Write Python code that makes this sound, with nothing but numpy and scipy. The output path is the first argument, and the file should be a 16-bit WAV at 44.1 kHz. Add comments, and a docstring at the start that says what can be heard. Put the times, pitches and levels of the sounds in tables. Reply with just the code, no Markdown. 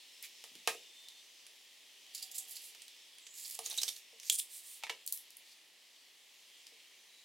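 """A small quiet room: hands at a wooden desk, close to a stereo microphone with a little hiss.
A phone is put down, its case clicking and the board ringing under it. A sticky note is thumbed loose,
peeled off its pad as the glue lets go in tugs, slapped onto the desk and smoothed flat; its fibres
catch and slip and the sheet resonates. A pen clatters as it is picked up, then is clicked.
Sleeves rustle softly throughout, and a few faint thin tones come and go."""
import sys
import numpy as np
from scipy import signal
from scipy.fft import rfft, irfft, next_fast_len
from scipy.io import wavfile

SR = 44100
rng = np.random.default_rng(int(sys.argv[2]) if len(sys.argv) > 2 else 0)


def pcm_store(signal):
    """Save signal as 16-bit PCM."""
    levels = np.round(np.clip(np.atleast_2d(signal), -1, 1) * 32767)
    wavfile.write(sys.argv[1], SR, levels.astype(np.int16).T)


N = 319493
TIME = np.arange(N) / SR
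SHORT = TIME[:8192]   # time axis of a one-shot

# colour of a hard edge hitting wood: f/Hz, level/dB
CRACK_COLOUR = [(100, -45), (600, -34), (1500, -10.5), (2500, -1.5), (4500, -2.5), (6000, -4),
                (11000, -7.5), (16000, -18.5)]
# the pen on the wood, a light rub and then clattering: t/s, level/dB
PEN_TOUCHES = [(4.827, -46), (4.8364, -28.5), (4.868, -42), (4.8738, -48), (4.8963, -31.5), (4.8996, -27.5)]
# the glue letting go in tugs: t/s, level/dB, length/s, sheet resonance/Hz
GLUE_TUGS = [(3.4467, -47, 0.02, 4700), (3.548, -44, 0.0067, 8500), (3.6615, -31, 0.00079, 7150),
             (3.699, -39.5, 0.004, 9600), (3.7075, -37, 0.0015, 4120), (3.712, -40.5, 0.0073, 3800),
             (3.7418, -39, 0.0012, 2680), (3.776, -35.5, 0.0095, 7340), (3.787, -44, 0.0067, 3900),
             (3.816, -33, 0.0061, 4800), (3.8315, -27, 0.0042, 4420), (3.8795, -33.5, 0.0135, 3900),
             (3.963, -48, .007, 4230)]


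def from_db(db):
    return 10 ** (np.asarray(db) / 20)


def rms_one(x):
    return x / np.sqrt(np.mean(x ** 2) + 1e-20)


def in_time(rows):
    return np.interp(TIME, *np.transpose(rows))


def at_hz(points, hz):
    points_hz, values = np.transpose(points)
    return np.interp(np.log(hz + 1), np.log(points_hz), values)


def add(track, s, sound):
    """Mix a sound in at a given time."""
    start = max(round(s * SR), 0)
    track[start:start + len(sound)] += sound[:N - start]


def swell(start, end):
    """A smooth rise and fall."""
    return np.sin(np.linspace(0, np.pi, max(round((end - start) * SR), 8)))


def wander(per_s, count):
    """Random values joined by straight lines."""
    steps = rng.standard_normal(1024)
    return np.interp(TIME[:count] * per_s, np.arange(len(steps)), steps)


def filtered(x, order, hz, kind="low"):
    """A Butterworth low-, high- or band-pass."""
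    return signal.sosfilt(signal.butter(order, hz, kind, fs=SR, output="sos"), x + 1e-18)


def resonance(x, hz, width_hz):
    """One resonance, unity gain at its peak."""
    r = np.exp(-np.pi * width_hz / SR)
    return signal.lfilter([1, 0, -1], [1, -2 * r * np.cos(2 * np.pi * hz / SR), r * r], x) * (1 - r * r) / 2


def coloured(x, colour, tilt_db=0, hinge_hz=1500):
    """Minimum-phase EQ with a tilt per octave above the hinge; white noise keeps its level."""
    size = 4096
    hz = np.arange(size // 2 + 1) * SR / size
    curve_db = at_hz(colour, hz) + tilt_db * np.log2(np.maximum(hz, hinge_hz))
    cepstrum = irfft(np.log(rms_one(from_db(curve_db))))
    cepstrum[1:size // 2] *= 2   # folded forward, so nothing rings ahead of an attack
    cepstrum[size // 2 + 1:] = 0
    return signal.fftconvolve(x, irfft(np.exp(rfft(cepstrum))))[:len(x)]


def diffuse(mid, side):
    """Sound from all around: two close capsules differ mainly in the treble."""
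    # stereo width: f/Hz, side minus mid/dB
    width = [(400, -21), (1000, -11), (3000, -11), (8000, -7), (16000, -6.5)]
    size = next_fast_len(len(side))
    hz = np.arange(size // 2 + 1) * SR / size
    side = irfft(rfft(side, size) * from_db(at_hz(width, hz)), size)[:len(mid)]
    return np.array([mid + side, mid - side])


def tones(rows, width_hz):
    """Narrow bands of noise: wavering tones that fade in and out."""
    out = np.zeros(N)
    for start, end, hz, level_db in rows:
        fade = swell(start, end)
        tone = resonance(rng.standard_normal(SR), hz, width_hz)[-len(fade):]
        add(out, start, from_db(level_db) * rms_one(tone) * fade)
    return out


def burst(t60):
    """A dense wash of vibrations that dies away."""
    fade = np.exp(-np.log(1000) * SHORT / t60)
    wash = rng.standard_normal(len(SHORT)) * fade
    return wash * np.linalg.norm(fade) / np.linalg.norm(wash)


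def struck(modes, scatter_db=1.0):
    """Decaying modes, with new strengths at every blow."""
    hz, level_db, t60 = np.transpose(modes)[:, :, None]
    strengths = from_db(level_db + scatter_db * rng.standard_normal(hz.shape))
    strengths *= rng.choice([-1, 1], hz.shape)
    fades = np.exp(-np.log(1000) * SHORT / t60)
    return np.sum(strengths * np.sin(2 * np.pi * hz * SHORT) * fades, axis=0)


def touch(spread_s, sharpness):
    """One hard contact: a sharp first touch and a dying chatter of tiny ones, even in colour."""
    lags = np.round(rng.uniform(.15, 1, (3, 1)) * spread_s * SR) + 1
    delays = np.exp(-2j * np.pi * lags * np.arange(len(SHORT) // 2 + 1) / len(SHORT))
    allpasses = (sharpness + delays) / (1 + sharpness * delays)
    return irfft(np.prod(allpasses, axis=0)) * np.sqrt(spread_s * SR / 2)


def hiss(level_db=-67):
    """The microphone's steady noise floor."""
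    # colour of the hiss: f/Hz, level/dB
    colour = [(30, -62), (80, -28), (300, -10.5), (1000, -9), (1500, -14), (1900, -1), (3200, -6),
              (5000, -8.5), (7500, -12.5), (9500, -12), (16000, -21)]
    return from_db(level_db) * diffuse(*[coloured(noise, colour) for noise in rng.standard_normal((2, N))])


def faint_tones():
    """Thin tones come and go in the background."""
    # each tone: start/s, end/s, f/Hz, level/dB
    whines = [(0, .42, 5320, -66.5), (.68, 1.32, 3582, -62), (2.0, 2.6, 760, -75.5),
              (7.05, 7.352, 3950, -66)]
    return tones(whines, width_hz=13)


def room(x, gap_s=0.00049, build_s=0.0014):
    """Dense reflections of a small furnished room; the bass lingers longest."""
    # reverb time: f/Hz, T60/s
    decay = [(200, 0.39), (1000, 0.13), (4000, 0.22), (14000, 0.22)]
    edges_hz = np.geomspace(80, 18000, 9)
    t = TIME[:SR // 2]
    tail = np.zeros((2, len(t)))
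    for low, high in zip(edges_hz, edges_hz[1:]):
        band = filtered(rng.standard_normal(tail.shape), 2, [low, high], "band")
        tail += band * np.exp(-np.log(1000) * t / at_hz(decay, np.sqrt(low * high)))
    tail *= 1 - np.exp(-np.maximum(t - gap_s, 0) / build_s)
    return signal.fftconvolve(x[None], diffuse(*tail) / np.linalg.norm(tail[0]), axes=1)[:, :N]


def sleeves(catches_per_s=60, crackle_db=-13, swish_db=-2, swells_per_s=5):
    """Cloth brushes along the arms, its colour shifting with the folds; now and then a thread catches."""
    # cloth moving with the arms: t/s, level/dB
    movement = [(0.0, -59.5), (.45, -57.5), (.85, -60), (1.83, -61), (2.2, -59), (2.66, -57.5),
                (3.34, -62.5), (3.61, -57.5), (3.77, -53.5), (3.97, -60.5), (4.36, -62), (5.46, -62),
                (5.68, -66), (6.55, -61.5), (7.24, -63.5)]
    # colour of rubbing cloth: f/Hz, level/dB
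    cloth = [(100, -34.5), (400, -10), (1450, -21.5), (2000, -7), (3100, 3.5), (4500, -1.5), (16000, -16.5)]
    catches = (rng.random((2, N)) < catches_per_s / SR) * rng.standard_normal((2, N))
    brush = rng.standard_normal((2, N)) + from_db(crackle_db) * rms_one(catches)
    folds = rng.standard_normal((2, N))
    for hz in np.geomspace(2200, 9000, 12):
        brush += from_db(swish_db) * wander(swells_per_s, N) * resonance(folds, hz, width_hz=hz / 12)
    return from_db(in_time(movement)) * diffuse(*[rms_one(coloured(noise, cloth)) for noise in brush])


def board(cut_hz, build_s=0.00052, thud_hz=222, thud_width_hz=150):
    """A blow rings the desk's main modes, a wash of lesser ones and a thud; flesh reaches only the lows."""
    # main modes of the desk top: f/Hz, level/dB, T60/s
    modes = [(430.6, -7.5, 0.051), (471, -3, 0.058), (664, -3, 0.031), (784, 8, 0.018), (890, -0.5, 0.026),
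             (1080, -5, 0.059), (1246, 1, 0.041), (1626, -6, 0.053), (1799, -7, 0.13), (2430, -4.5, 0.075),
             (2570, 10.5, 0.023), (3260, 6.5, 0.04)]
    # colour of its lesser modes: f/Hz, level/dB
    wood = [(60, -23), (160, -22), (240, -9), (350, -37), (460, -20), (550, -13), (660, -2), (1200, -9),
            (1450, -12), (1900, 9), (2800, 1), (5000, 9.5), (16000, -40)]
    wash = burst(t60=.085)
    ring = from_db(-2.5) * struck(modes) + from_db(3) * coloured(wash, wood)
    ring *= 1 - np.exp(-SHORT / build_s)   # bending waves take time to spread
    ring = filtered(ring, 2, thud_hz, "high")
    thud = resonance(resonance(wash, thud_hz, thud_width_hz), thud_hz, thud_width_hz)
    thud *= from_db(5) * (thud_hz / max(cut_hz, thud_hz)) ** 3   # the longer the push, the more it thuds
    return filtered(ring + thud, 4, cut_hz)


def knocks():
    """Phone, fingers and arms land on the desk and ring the board; a hard edge adds a crack."""
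    # landings: t/s, wood/dB, contact cut-off/Hz (low for flesh, high for a hard edge), crack/dB
    blows = [(.44, -58, 1270, -37), (0.513, -46, 220, -75), (0.554, -40.5, 265, -41.5),
             (0.6747, -29.5, 2680, -17), (.749, -42, 520, -44), (2.749, -63, 1190, -43),
             (3.59, -41, 980, -65), (4.129, -51, 510, -76), (4.902, -40, 470, -68), (6.72, -51, 430, -73)]
    out = np.zeros(N)
    for s, wood_db, cut_hz, crack_db in blows:
        body = from_db(wood_db) * board(cut_hz)
        crack = from_db(crack_db) * coloured(touch(0.00081, sharpness=0.93), CRACK_COLOUR)
        add(out, s, body + crack)
    return out


def jolts(rows, cut_hz, passed_db=-25):
    """Whatever lies on the desk passes a share of each jolt to the board."""
    out = np.zeros(N)
    for s, level_db, *_ in rows:
        add(out, s, from_db(level_db + passed_db) * board(cut_hz))
    return out


def plastic_taps(rows, spread_s, gain_db):
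    """Brief contacts on small, well damped plastic; each spot has a resonance of its own."""
    # colour of tapped plastic: f/Hz, level/dB
    plastic = [(100, -58), (1400, -31), (2500, -10.5), (4000, -5.5), (10200, -2.5), (11500, -4.5),
               (16000, -12.5)]
    out = np.zeros(N)
    for s, level_db, tilt_db in rows:
        contact = coloured(touch(spread_s, sharpness=0.75), plastic, tilt_db)
        ring = 2.2 * resonance(contact, hz=rng.uniform(3300, 10500), width_hz=600)
        add(out, s, from_db(level_db + gain_db) * (contact + ring))
    return out


def fingernails():
    """Nails tick lightly on things."""
    # nail contacts: t/s, level/dB, tilt/dB per octave
    ticks = [(1.0854, -43, -4), (1.466, -45, -7), (2.8195, -43, -4), (2.881, -46, -2), (3.184, -47, -7),
             (3.267, -43.5, -9), (3.5902, -32.5, -4), (3.7605, -47, 19), (4.199, -43, -4), (4.232, -44, -8),
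             (6.6675, -45.5, -5)]
    return plastic_taps(ticks, spread_s=0.00095, gain_db=2.0)


def clicks():
    """The phone case and the pen's button click, short and bright."""
    # case and button contacts: t/s, level/dB, tilt/dB per octave
    contacts = [(.2263, -30, 15.5), (5.0639, -28.5, 12.5), (5.0761, -24.5, 6), (5.1243, -18.5, 9.5),
                (5.1745, -35, 8), (5.3052, -43.5, 4), (5.3688, -37, 14.5)]
    return plastic_taps(contacts, spread_s=0.00034, gain_db=3.5)


def pen_spring(start_s=5.126, level_db=-43, decay_s=0.033, hz=11500, width_hz=5000):
    """The pen's spring buzzes briefly as the button is let go."""
    out = np.zeros(N)
    buzz = resonance(resonance(rng.standard_normal(len(SHORT)), hz, width_hz), hz, width_hz)
    add(out, start_s, from_db(level_db) * rms_one(buzz) * np.exp(-SHORT / decay_s))
    return out


def pen_clatter(hollow_hz=870, rise_hz_per_s=1500):
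    """The pen rocks on the desk: a clack at each touch, and a hollow note rising as the fingers close."""
    # modes of the pen: f/Hz, level/dB, T60/s
    modes = [(1300, -16, 0.02), (1950, 1, 0.008), (2250, -14, 0.011), (2770, -14, 0.037),
             (3200, -30, 0.062)]
    out = np.zeros(N)
    for s, level_db in PEN_TOUCHES:
        hollow_mode = (hollow_hz + rise_hz_per_s * (s - PEN_TOUCHES[0][0]), -6, 0.016)
        contact = coloured(touch(0.00091, sharpness=0.93), CRACK_COLOUR)
        clack = contact + from_db(17) * resonance(contact, hz=2150, width_hz=1100)
        add(out, s, from_db(level_db) * (struck(modes + [hollow_mode]) + from_db(-7) * clack))
    return filtered(out, 4, 720, "high")


def crinkle(count, grain, cracks_per_s=1100, spread_db=3.5):
    """Paper friction: a soft hiss shot through with fibres cracking in uneven sizes."""
    sizes = from_db(spread_db * np.minimum(rng.exponential(1, SR), 3)) * rng.choice([-1, 1], SR)
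    cracks = rms_one((rng.random(SR) < cracks_per_s / SR) * sizes)
    return rms_one(rng.standard_normal(SR) + 2 * grain * cracks)[:count]


def sheet(force, hz, ring_db=3, q=6, gain_db=-3, neutral_hz=6500):
    """The free part of the paper resonates: the shorter it is held, the higher and brighter."""
    # colour of sliding paper: f/Hz, level/dB
    paper = [(100, -38), (700, -31.5), (1500, -24), (2200, -8), (3300, -4), (5500, 0.5), (13000, -0.5),
             (16000, -7.5)]
    sound = from_db(gain_db) * coloured(force, paper, tilt_db=3 * np.log2(hz / neutral_hz))
    return sound + from_db(ring_db) * resonance(sound, hz, hz / q)


def over_desk(paper, share=0.3):
    """The back of the sheet sounds in opposite phase and bounces off the desk: a shifting hollow colour."""
    # lag of the bounce, following the sheet's height: t/s, delay/s
    lag = [(3.55, 0.00034), (3.75, 0.00042), (3.9, 0.00041), (4.3, 0.00018), (4.34, .00017)]
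    bounce = np.interp(TIME - in_time(lag), TIME, paper)
    return (paper - share * bounce) / np.hypot(1, share)


def squeaks():
    """Paper and glue squeak in short, wavering notes."""
    # each squeak: start/s, end/s, f/Hz, level/dB
    notes = [(3.17, 3.5, 7700, -63.5), (3.2, 3.42, 7080, -64), (3.71, 3.742, 820, -59.5),
             (3.777, 3.796, 3864, -33.5), (4.28, 4.4, 3260, -56.5)]
    return tones(notes, width_hz=100)


def strokes(slips_per_s=500, slip_db=5):
    """Fibres catch and slip: a smooth hiss when the sheet lies flat, grains and crackles when it bends."""
    # fingers and paper sliding, with the phone scuffing at first and a sleeve brushing at the end: start/s,
    # end/s, level/dB, resonance/Hz, graininess/0-1, resonance/dB
    slides = [(0.223, 0.27, -47.5, 2330, 0.2, 7), (2.162, 2.219, -51, 4760, 0.7, 4),
              (2.339, 2.378, -41, 8850, 0.1, -19), (2.466, 2.563, -50, 10500, 0.5, -2),
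              (2.51, 2.529, -48.5, 11500, 0.71, 6), (2.582, 2.725, -54.5, 9850, 0.2, 2.5),
              (3.328, 3.48, -47, 7350, 0.54, -4.5), (3.426, 3.593, -45.5, 9900, 0.75, -9),
              (3.585, 4.02, -46.5, 5300, 0.7, -22), (3.637, 3.687, -44.5, 4800, 0.54, 3.5),
              (4.208, 4.36, -50, 5240, 0.36, 6), (4.314, 4.34, -36.5, 8800, .7, 1),
              (4.33, 4.367, -40.5, 8500, 0.9, 9), (4.376, 4.41, -36, 8850, 1, 4),
              (4.483, 4.628, -48, 9200, 0.2, -4.5), (4.6, 4.821, -50.5, 8900, 0.1, -7),
              (5.441, 5.562, -65, 4600, 0.4, 10.5)]
    out = np.zeros(N)
    for start, end, level_db, hz, grain, ring_db in slides:
        pressure = swell(start, end)
        grip = rms_one(from_db(slip_db * grain * wander(slips_per_s, len(pressure))))
        friction = crinkle(len(pressure), grain) * grip * pressure
        add(out, start, from_db(level_db) * sheet(friction, hz, ring_db, q=3.1))
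    return out


def snaps(rows, band_hz, rustle_db, lead_s, trail_s, release_s, rise_s=0.00016, slips_per_s=900):
    """The sheet rustles as it is strained, gives way suddenly, then rustles to rest."""
    out = np.zeros(N)
    preroll_s = .08
    t = SHORT - preroll_s
    for s, level_db, length_s, hz in rows:
        give = np.clip(t / rise_s, 0, 1) * np.exp(-np.maximum(t - length_s, 0) / release_s)
        grip = rms_one(from_db(3 * wander(slips_per_s, len(t))))
        rustle = from_db(rustle_db) * np.exp(np.minimum(t / lead_s, -t / trail_s)) * grip
        friction = crinkle(len(t), grain=0.37) * (give + rustle)
        add(out, s - preroll_s, from_db(level_db) * sheet(friction, hz))
    return filtered(out, 1, band_hz, "band")


def thumbing(flick_s=0.0056):
    """The thumb flicks over the edge of the pad to loosen the note."""
    # flicks: t/s, level/dB, sheet resonance/Hz
    flicks = [(2.148, -41, 4660), (2.225, -42, 4750), (2.314, -51, 7000), (2.3815, -37.5, 8200),
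              (2.555, -48, 4630), (2.566, -46.5, 4540)]
    rows = [(s, level_db, flick_s, hz) for s, level_db, hz in flicks]
    return snaps(rows, band_hz=[3500, 19000], rustle_db=-6, lead_s=0.0063, trail_s=0.035, release_s=0.0044)


def peeling():
    """The note comes off the pad tug by tug, each a dry snap."""
    return snaps(GLUE_TUGS, band_hz=[1200, 11700], rustle_db=-16,
                 lead_s=0.0073, trail_s=0.008, release_s=0.00051)


def slaps(spread_s=0.00079, top_hz=10500, flap_hz=3310, flap_q=8, flap_db=10):
    """The note meets the wood in a few hard touches, each of which also sets the whole sheet flapping."""
    # slapped down, then its edge pressed home: t/s, level/dB, sheet resonance/Hz
    touches = [(4.2979, -16, 7030), (4.2998, -24.5, 7400), (4.3973, -30, 9500), (4.3974, -32, 9600)]
    out = np.zeros(N)
    for s, level_db, hz in touches:
        contact = touch(spread_s, sharpness=0.66)
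        add(out, s, from_db(level_db) * sheet(contact, hz, ring_db=4, q=11, gain_db=3.5))
    out = filtered(out, 1, top_hz)
    return out + from_db(flap_db) * resonance(out, flap_hz, flap_hz / flap_q)


def placed(x, shadow_hz=1300):
    """The far capsule is shaded in the treble only; the bass stays in the middle."""
    # where the hands work: t/s, left minus right/dB
    pan = [(.2, -1.5), (.67, -1), (2.2, -4), (3.85, -4), (4.3, -1.5), (4.7, -2.5), (5.06, 0)]
    bass = filtered(x, 1, shadow_hz)
    return bass + (x - bass) * from_db(in_time(pan) * np.array([[.5], [-.5]]))


def scene(glance_s=0.001, glance_db=-4):
    """Desk, pen and paper sound close by; the room and the hiss surround them."""
    desk = knocks() + jolts(PEN_TOUCHES, cut_hz=410) + jolts(GLUE_TUGS, cut_hz=4600)
    plastic = fingernails() + clicks() + pen_spring()
    pen = pen_clatter()
    paper = over_desk(thumbing() + peeling() + slaps() + strokes()) + squeaks()
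    near = desk + pen + plastic + paper
    # a first bounce reaches the two capsules unequally
    glance = from_db(glance_db) * np.roll(near, round(glance_s * SR))
    reverb = room(from_db(-4) * desk + from_db(-6) * (pen + plastic) + from_db(-8.5) * paper)
    return hiss() + sleeves() + faint_tones() + placed(diffuse(near, glance) + reverb)


def record(dry, low_cut_hz=130, top_hz=15900):
    """The microphone thins the bass; the top is cut steeply."""
    thin = filtered(dry, 2, low_cut_hz, "high")
    return signal.sosfilt(signal.ellip(10, .1, 80, top_hz, fs=SR, output="sos"), thin)


dry = scene()
out = record(dry)
pcm_store(out)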